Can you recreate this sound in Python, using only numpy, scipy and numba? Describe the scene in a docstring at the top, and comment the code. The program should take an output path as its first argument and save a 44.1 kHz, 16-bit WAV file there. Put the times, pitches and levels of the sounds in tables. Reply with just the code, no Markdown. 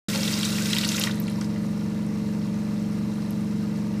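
"""The last water swirls down a bathtub drain in a small tiled room. The vortex sucks air: a rush of
tiny bubbles, broken by slurps, while the pipe gurgles and bloops below. After a second the vortex
closes and leaves a few drips and ticks, then a faint whistle swells and fades. A motor, perhaps a
pump or fan, there from the start, throbs on to the end with a faint hiss."""
import sys
import numpy as np
from scipy import signal
from scipy.fft import rfft, irfft
from scipy.io import wavfile
from scipy.ndimage import uniform_filter1d
from numba import njit

SR = 44100
rng = np.random.default_rng(int(sys.argv[2]) if len(sys.argv) > 2 else 0)


def log_audio(samples):
    """Write samples as a 16-bit WAV file to the path given in sys.argv[1]."""
    # one column per channel
    frames = np.atleast_2d(samples).T
    # limit to full scale, then quantise
    limited = np.clip(frames, -1, 1)
    pcm = np.round(limited * 32767).astype(np.int16)
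    wavfile.write(sys.argv[1], SR, pcm)


N = 176400
TIME = np.arange(N) / SR

# envelope of the air drawn into the vortex: t/s, level/dB
SUCTION_ENVELOPE = [(.08, -31.5), (.25, -32), (.48, -32.5), (.68, -33), (.78, -33), (.93, -31.5),
                    (1.06, -33), (1.11, -45.5), (1.24, -49.5), (1.45, -51.5), (1.7, -53.5)]
# colour of the rushing bubbles: f/Hz, level/dB
RUSH_EQ = [(380, -44.5), (650, -1.5), (723, -22), (950, -11.5), (1170, -5.5), (1460, -1.5), (1600, -2),
           (1900, -7), (2090, -2), (2480, -1.5), (2690, -1.5), (3150, -3), (4000, 1.5), (4450, -1.5),
           (5360, 1.5), (6120, -2), (7670, -3.5), (9490, -6.5), (11400, -10.5), (14700, -13.5),
           (15500, -12)]
# slurps, each a knot of bubbles: t/s, level/dB, f/Hz, length/s
SLURP_CUES = [(0.135, -25, 2420, .004), (0.16, -22, 4060, .004), (.208, -27.5, 5000, 0.0016),
              (0.232, -26.5, 3870, 0.0019), (0.254, -26, 3950, 0.0028), (0.28, -21.5, 3530, .004),
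              (0.326, -26.5, 5630, 0.0024), (0.34, -22, 4430, .002), (0.431, -21.5, 3200, .002),
              (0.454, -25.5, 7400, 0.0029), (0.585, -25.5, 2080, 0.0039), (0.658, -24.5, 3730, .002),
              (0.732, -17, 3450, 0.0027), (0.751, -28, 4460, .002), (0.769, -19, 3080, 0.0041),
              (0.785, -18.5, 3550, 0.0012), (0.813, -23, 4080, 0.0017), (0.837, -20, 2800, .005),
              (0.849, -18, 4310, .003), (.890, -20, 5300, .002), (0.919, -22.5, 3640, 0.0044),
              (.947, -24.5, 3600, 0.0017), (0.967, -27, 5970, .003), (0.981, -24, 2400, .004),
              (1.015, -23.5, 3380, .004), (1.038, -18, 3880, .0015), (1.073, -22.5, 2100, 0.001974),
              (1.096, -29, 1510, 0.00302), (1.114, -30, 3580, 0.0034), (1.281, -33.5, 2330, 0.0024),
              (1.413, -32.5, 4870, 0.0022), (1.417, -33.5, 1560, .003), (1.446, -37.5, 5300, .0015),
              (1.562, -38.5, 1900, .002)]
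# resonances of the pipe: f/Hz, width/share of f, level/dB
PIPE_MODES = [(448, 0.07, 6.5), (529, 0.088, 8), (808, .09, 0), (926, 0.037, -1.5), (1208, 0.069, -1.5),
              (1370, 0.037, -5), (1560, 0.025, -1), (1753, 0.022, -3)]
# envelope of the gurgle in the pipe: t/s, level/dB
GURGLE_ENVELOPE = [(.08, -43), (.16, -38.5), (.32, -43), (.7, -44.5), (.98, -42.5), (1.15, -47), (1.6, -50)]
# single large bubbles: t/s, level/dB, f/Hz
BLOOP_CUES = [(.145, -38, 1356), (.147, -31.5, 533), (.152, -31, 850), (.181, -32, 542), (.283, -37, 530),
              (.612, -33, 1560), (.654, -35, 1534), (0.745, -38, 930), (0.945, -34.5, 1364),
              (1.038, -35.5, 1216), (1.381, -37.5, 950)]
# bursting films and drops: t/s, level/dB, f/Hz
TICK_CUES = [(.263, -38, 9500), (.785, -32, 11500), (.877, -36, 11400), (0.9971, -26, 11000),
             (1.0395, -27.5, 7700), (1.2, -33.5, 13800), (1.2795, -46, 8700), (1.318, -51, 11000),
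             (1.359, -45, 5440), (2.0655, -50, 9000), (3.307, -43, 10700)]
# envelope of the last droplets: t/s, level/dB
TRICKLE_ENVELOPE = [(1.1, -48.5), (1.35, -53.5), (1.6, -68), (4, -78)]
# harmonics of the motor: multiple of the turn rate, level/dB
MOTOR_HARMONICS = [(2, -27.5), (4, -16), (5, -10.5), (6, -12.5), (7, -6), (8, -4), (9, 1.5), (10, -11.5),
                   (11, -17.5), (13, -12.5), (14, -13), (17, -28.5), (18, -29.5), (19, -16), (20, -21.5),
                   (21, -26.5), (22, -24), (23, -27.5), (25, -20), (26, -26), (28, -28)]
# colour of the motor's airflow: f/Hz, level/dB
RUMBLE_EQ = [(20, -20), (40, -17), (70, -11), (125, -2.5), (200, 0), (330, -11.5), (520, -17.5), (750, -23),
             (1500, -47)]
# colour of the hiss: f/Hz, level/dB
HISS_EQ = [(410, -34.5), (700, -1.5), (728, -5.5), (955, 1.5), (1030, -6), (1220, -0.5), (1320, -9.5),
           (1430, -5), (1560, -15.5), (1690, -4), (1850, -12.5), (2050, -6), (2280, -10.5), (2770, -9),
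           (2990, -16), (3540, -19), (4190, -10.5), (4770, -16), (5360, -13), (7030, -21.5), (12400, -27.5),
           (14500, -38), (15500, -34)]

MOTOR_HZ = 23.4  # turns per second


def vortex():
    """Bubbles, fine spray and tiny bursting films come in spurts as long as the swirl draws air."""
    fizz = froth(per_s=9000, scatter_db=4.5)
    spray = undb(-1.5) * rng.standard_normal(N)
    rush = colour(fizz + spray, RUSH_EQ)
    snaps = (rng.random(N) < 1000 / SR) * undb(2 * rng.standard_normal(N))  # about 1000 a second
    sparkle = steep_band(snaps, hz=12100, width=.5)
    spurts = undb(.92 * walk(rate=64))
    return (level(rush, 0) + level(sparkle, -20)) * spurts * envelope(SUCTION_ENVELOPE)


def slurps(count=10, octaves=.25, spatter_s=.013, trim_db=-4):
    """The air core pinches off: a large bubble in a knot of others, a spit of spray, then a spatter."""
    out, t = np.zeros(N), np.arange(SR // 20) / SR
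    cycles = np.full(count, 3.7)
    for s, db, hz, length in SLURP_CUES:
        when, pitch, size, late, shed = rng.uniform(-1, 1, (count, 5)).T
        knot = bubbles((1 + when) * length, hz * 2 ** (octaves * pitch), cycles, size, len(t))
        spatter = bubbles(abs(late) * spatter_s, hz * 2 ** shed, 2 * cycles, 1 - abs(late) / 2, len(t))
        spit = steep_band(rng.standard_normal(len(t)), hz, width=.96) * np.exp(-(t / length - 1) ** 2)
        lead = band(large_bubble(hz, cycles=10, samples=len(t)), hz, width=.52)
        db += trim_db
        add(out, s - length, level(knot, 0) + level(spit, -2), db)
        add(out, s - length / 2, lead, db - 11)
        add(out, s, spatter, db - 9)
    return out


def gurgle():
    """Water tumbling down the pipe rings its hollow resonances."""
    tumble = froth(per_s=1900, scatter_db=2)
    pipe = sum(undb(db) * band(tumble, hz, width) for hz, width, db in PIPE_MODES)
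    return level(pipe, 0) * envelope(GURGLE_ENVELOPE)


def bloops(ring_s=.011):
    """Large bubbles ring short hollow notes deeper in the pipe."""
    out = np.zeros(N)
    for s, db, hz in BLOOP_CUES:
        add(out, s, large_bubble(hz, cycles=ring_s * hz, samples=SR // 10), db)
    return out


def ticks(decay_s=.00055):
    """Thin films burst with a bright snap."""
    out, t = np.zeros(N), np.arange(SR // 50) / SR
    for s, db, hz in TICK_CUES:
        snap = rng.standard_normal(len(t)) * np.exp(-t / decay_s)
        add(out, s, steep_band(snap, hz, width=.23), db)
    return out


def trickle():
    """A thin layer of droplets tails off as the vortex closes."""
    droplets = colour(froth(per_s=400, scatter_db=4), RUSH_EQ)
    return level(droplets, 0) * envelope(TRICKLE_ENVELOPE)


def froth(per_s, scatter_db, fine_hz=5000):
    """A cloud of bubbles of all sizes, even in spectrum, a few much louder than the rest."""
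    when, pitch, ring, loud = rng.random((int(per_s * N / SR), 4)).T
    hz = 400 * 40 ** pitch  # 400 Hz to 16 kHz
    cycles = 4 * 2 ** (2 * ring - 1)
    spread_db = scatter_db * np.minimum(fine_hz / hz, 1) ** .44  # fine bubbles are more alike in level
    accent = -np.log(1 - .995 * loud) - 1.5
    gain = hz / np.sqrt(cycles) * undb(spread_db * accent)
    return level(bubbles(when * N / SR, hz, cycles, gain, N), 0)


def large_bubble(hz, cycles, samples):
    """One large bubble swells, then rings with only a slight upward bend."""
    one = np.ones(1)
    return bubbles(np.zeros(1), hz * one, cycles * one, one, samples, rise=.013, attack_cycles=2.7)


@njit
def bubbles(times, hz, cycles, gain, samples, rise=.041, attack_cycles=.7):
    """Each bubble rings as a damped sine whose pitch climbs by the share `rise` per decay time."""
    out = np.zeros(samples)
    for k in range(len(times)):
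        first, decay, phase = int(times[k] * SR), cycles[k] * SR / hz[k], 0.
        for j in range(min(int(5 * decay), samples - first)):
            phase += 2 * np.pi * min(hz[k] * (1 + rise * j / decay), 19000.) / SR
            attack = min(j * hz[k] / (SR * attack_cycles), 1.)
            out[first + j] += gain[k] * attack * np.exp(-j / decay) * np.sin(phase)
    return out


def bathroom(x, tub_t60_s=.021, room_t60_s=.35, damping_hz=7000):
    """Quick reflections inside the tub and a longer tail from the tiles, whose treble dies first."""
    t = np.arange(SR // 2) / SR
    fade = lambda t60: np.exp(-np.log(1000) * t / t60) * (t > .001)
    early, late = rng.standard_normal((2, len(t)))
    low = signal.sosfiltfilt(signal.butter(2, damping_hz, fs=SR, output="sos"), late)
    tub = early * fade(tub_t60_s)
    tiles = low * fade(room_t60_s) + (late - low) * fade(.34 * room_t60_s)
    response = (t == 0) + undb(-11) * tub / np.linalg.norm(tub)
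    response += undb(-10) * tiles / np.linalg.norm(fade(room_t60_s))
    return signal.fftconvolve(x, response / np.linalg.norm(response))[:N]


def motor(stroke_s=.0042, rebound_s=.03377, smear_s_per_hz=.000686, rumble_db_per_s=-.3):
    """A stroke and its rebound each turn, smeared by the walls, over a slowly easing airflow rumble."""
    t, hum = TIME - stroke_s, 0
    top_order = MOTOR_HARMONICS[-1][0]
    for order, db in MOTOR_HARMONICS:
        hz = order * MOTOR_HZ
        rebound_phase = np.angle(1 - .62 * np.exp(-2j * np.pi * hz * rebound_s))
        phase = 2 * np.pi * hz * (t - smear_s_per_hz * hz / 2) + rebound_phase
        waver_db = .5 * max(hz / 250, 1) * walk(rate=11)  # deeper above 250 Hz
        rolloff_db = -4 * (order / top_order) ** 2
        hum += undb(db + waver_db + rolloff_db) * np.cos(phase)
    rumble = colour(rng.standard_normal(N), RUMBLE_EQ) * undb(rumble_db_per_s * t)
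    return level(hum, -26.5) + level(rumble, -40)


def rub(first_s=.023, half_length_s=.006):
    """The motor rubs briefly once in every turn."""
    turns_from_rub = ((TIME - first_s) * MOTOR_HZ + .5) % 1 - .5
    burst = rng.standard_normal(N) * np.exp(-(turns_from_rub / MOTOR_HZ / half_length_s) ** 2)
    return level(steep_band(burst, hz=950, width=.48), -57)


def hiss():
    """A faint bed of hiss with a slight flutter."""
    noise = colour(rng.standard_normal(N), HISS_EQ)
    return level(noise * undb(.52 * walk(rate=22.03)), -49)


def whistle(peak_s=2.17, swell_s=.26):
    """A faint narrow ring swells and fades after the rush has gone."""
    swell = np.exp(-((TIME - peak_s) / swell_s) ** 2)
    return level(band(rng.standard_normal(N), hz=2070, width=.011), -61.5) * swell


def undb(db):
    """Decibels to gain."""
    return 10 ** (np.asarray(db) / 20)


def level(x, db):
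    """Set the rms level."""
    return x * undb(db) / np.sqrt(np.mean(x ** 2))


def envelope(points):
    """A fader ride through points of t/s, level/dB."""
    s, db = np.array(points).T
    return undb(np.interp(TIME, s, db))


def walk(rate):
    """Random levels held 1 / rate s and slewed twice; spread near 1."""
    hold = max(int(SR / rate), 2)
    steps = rng.standard_normal(2000)[np.arange(N) // hold % 2000]
    return 1.28 * uniform_filter1d(uniform_filter1d(steps, hold), hold)


def colour(x, points):
    """Minimum-phase EQ through points of f/Hz, level/dB."""
    hz, db = np.array(points).T
    f = np.maximum(np.fft.rfftfreq(2 * N, 1 / SR), 1)
    gain = undb(np.interp(np.log(f), np.log(hz), db))
    cepstrum = irfft(np.log(gain))
    cepstrum[1:N] *= 2
    cepstrum[N + 1:] = 0
    return irfft(rfft(x, 2 * N) * np.exp(rfft(cepstrum)))[:N]


def band(x, hz, width):
    """One resonance; width as a share of its centre."""
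    q = max(1 / width, 4 * hz / SR)
    return signal.lfilter(*signal.iirpeak(hz, q, fs=SR), x)


def steep_band(x, hz, width):
    """The same resonance twice, for steeper skirts."""
    return band(band(x, hz, width), hz, width)


def add(out, s, x, db):
    """Mix in a short sound; its level is the rms it would have over 5 ms."""
    i = int(s * SR)
    x = x * undb(db) * np.sqrt(.005 * SR / np.sum(x ** 2))
    out[i:i + len(x)] += x[:N - i]


def scene():
    """The drain in the room, over motor and hiss."""
    water = vortex() + gurgle() + slurps() + bloops() + ticks() + trickle()
    return (bathroom(water) + whistle() + motor() + rub() + hiss())[None]


def record(dry):
    """A moment of silence, a 2 ms fade-in and a steep cut of the top end."""
    start_s, top_hz = .084, 15300
    fade_in = np.clip((TIME - start_s) / .002, 0, 1)
    return signal.sosfilt(signal.ellip(10, .2, 80, top_hz, fs=SR, output="sos"), dry * fade_in)


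dry = scene()
out = record(dry)
log_audio(out)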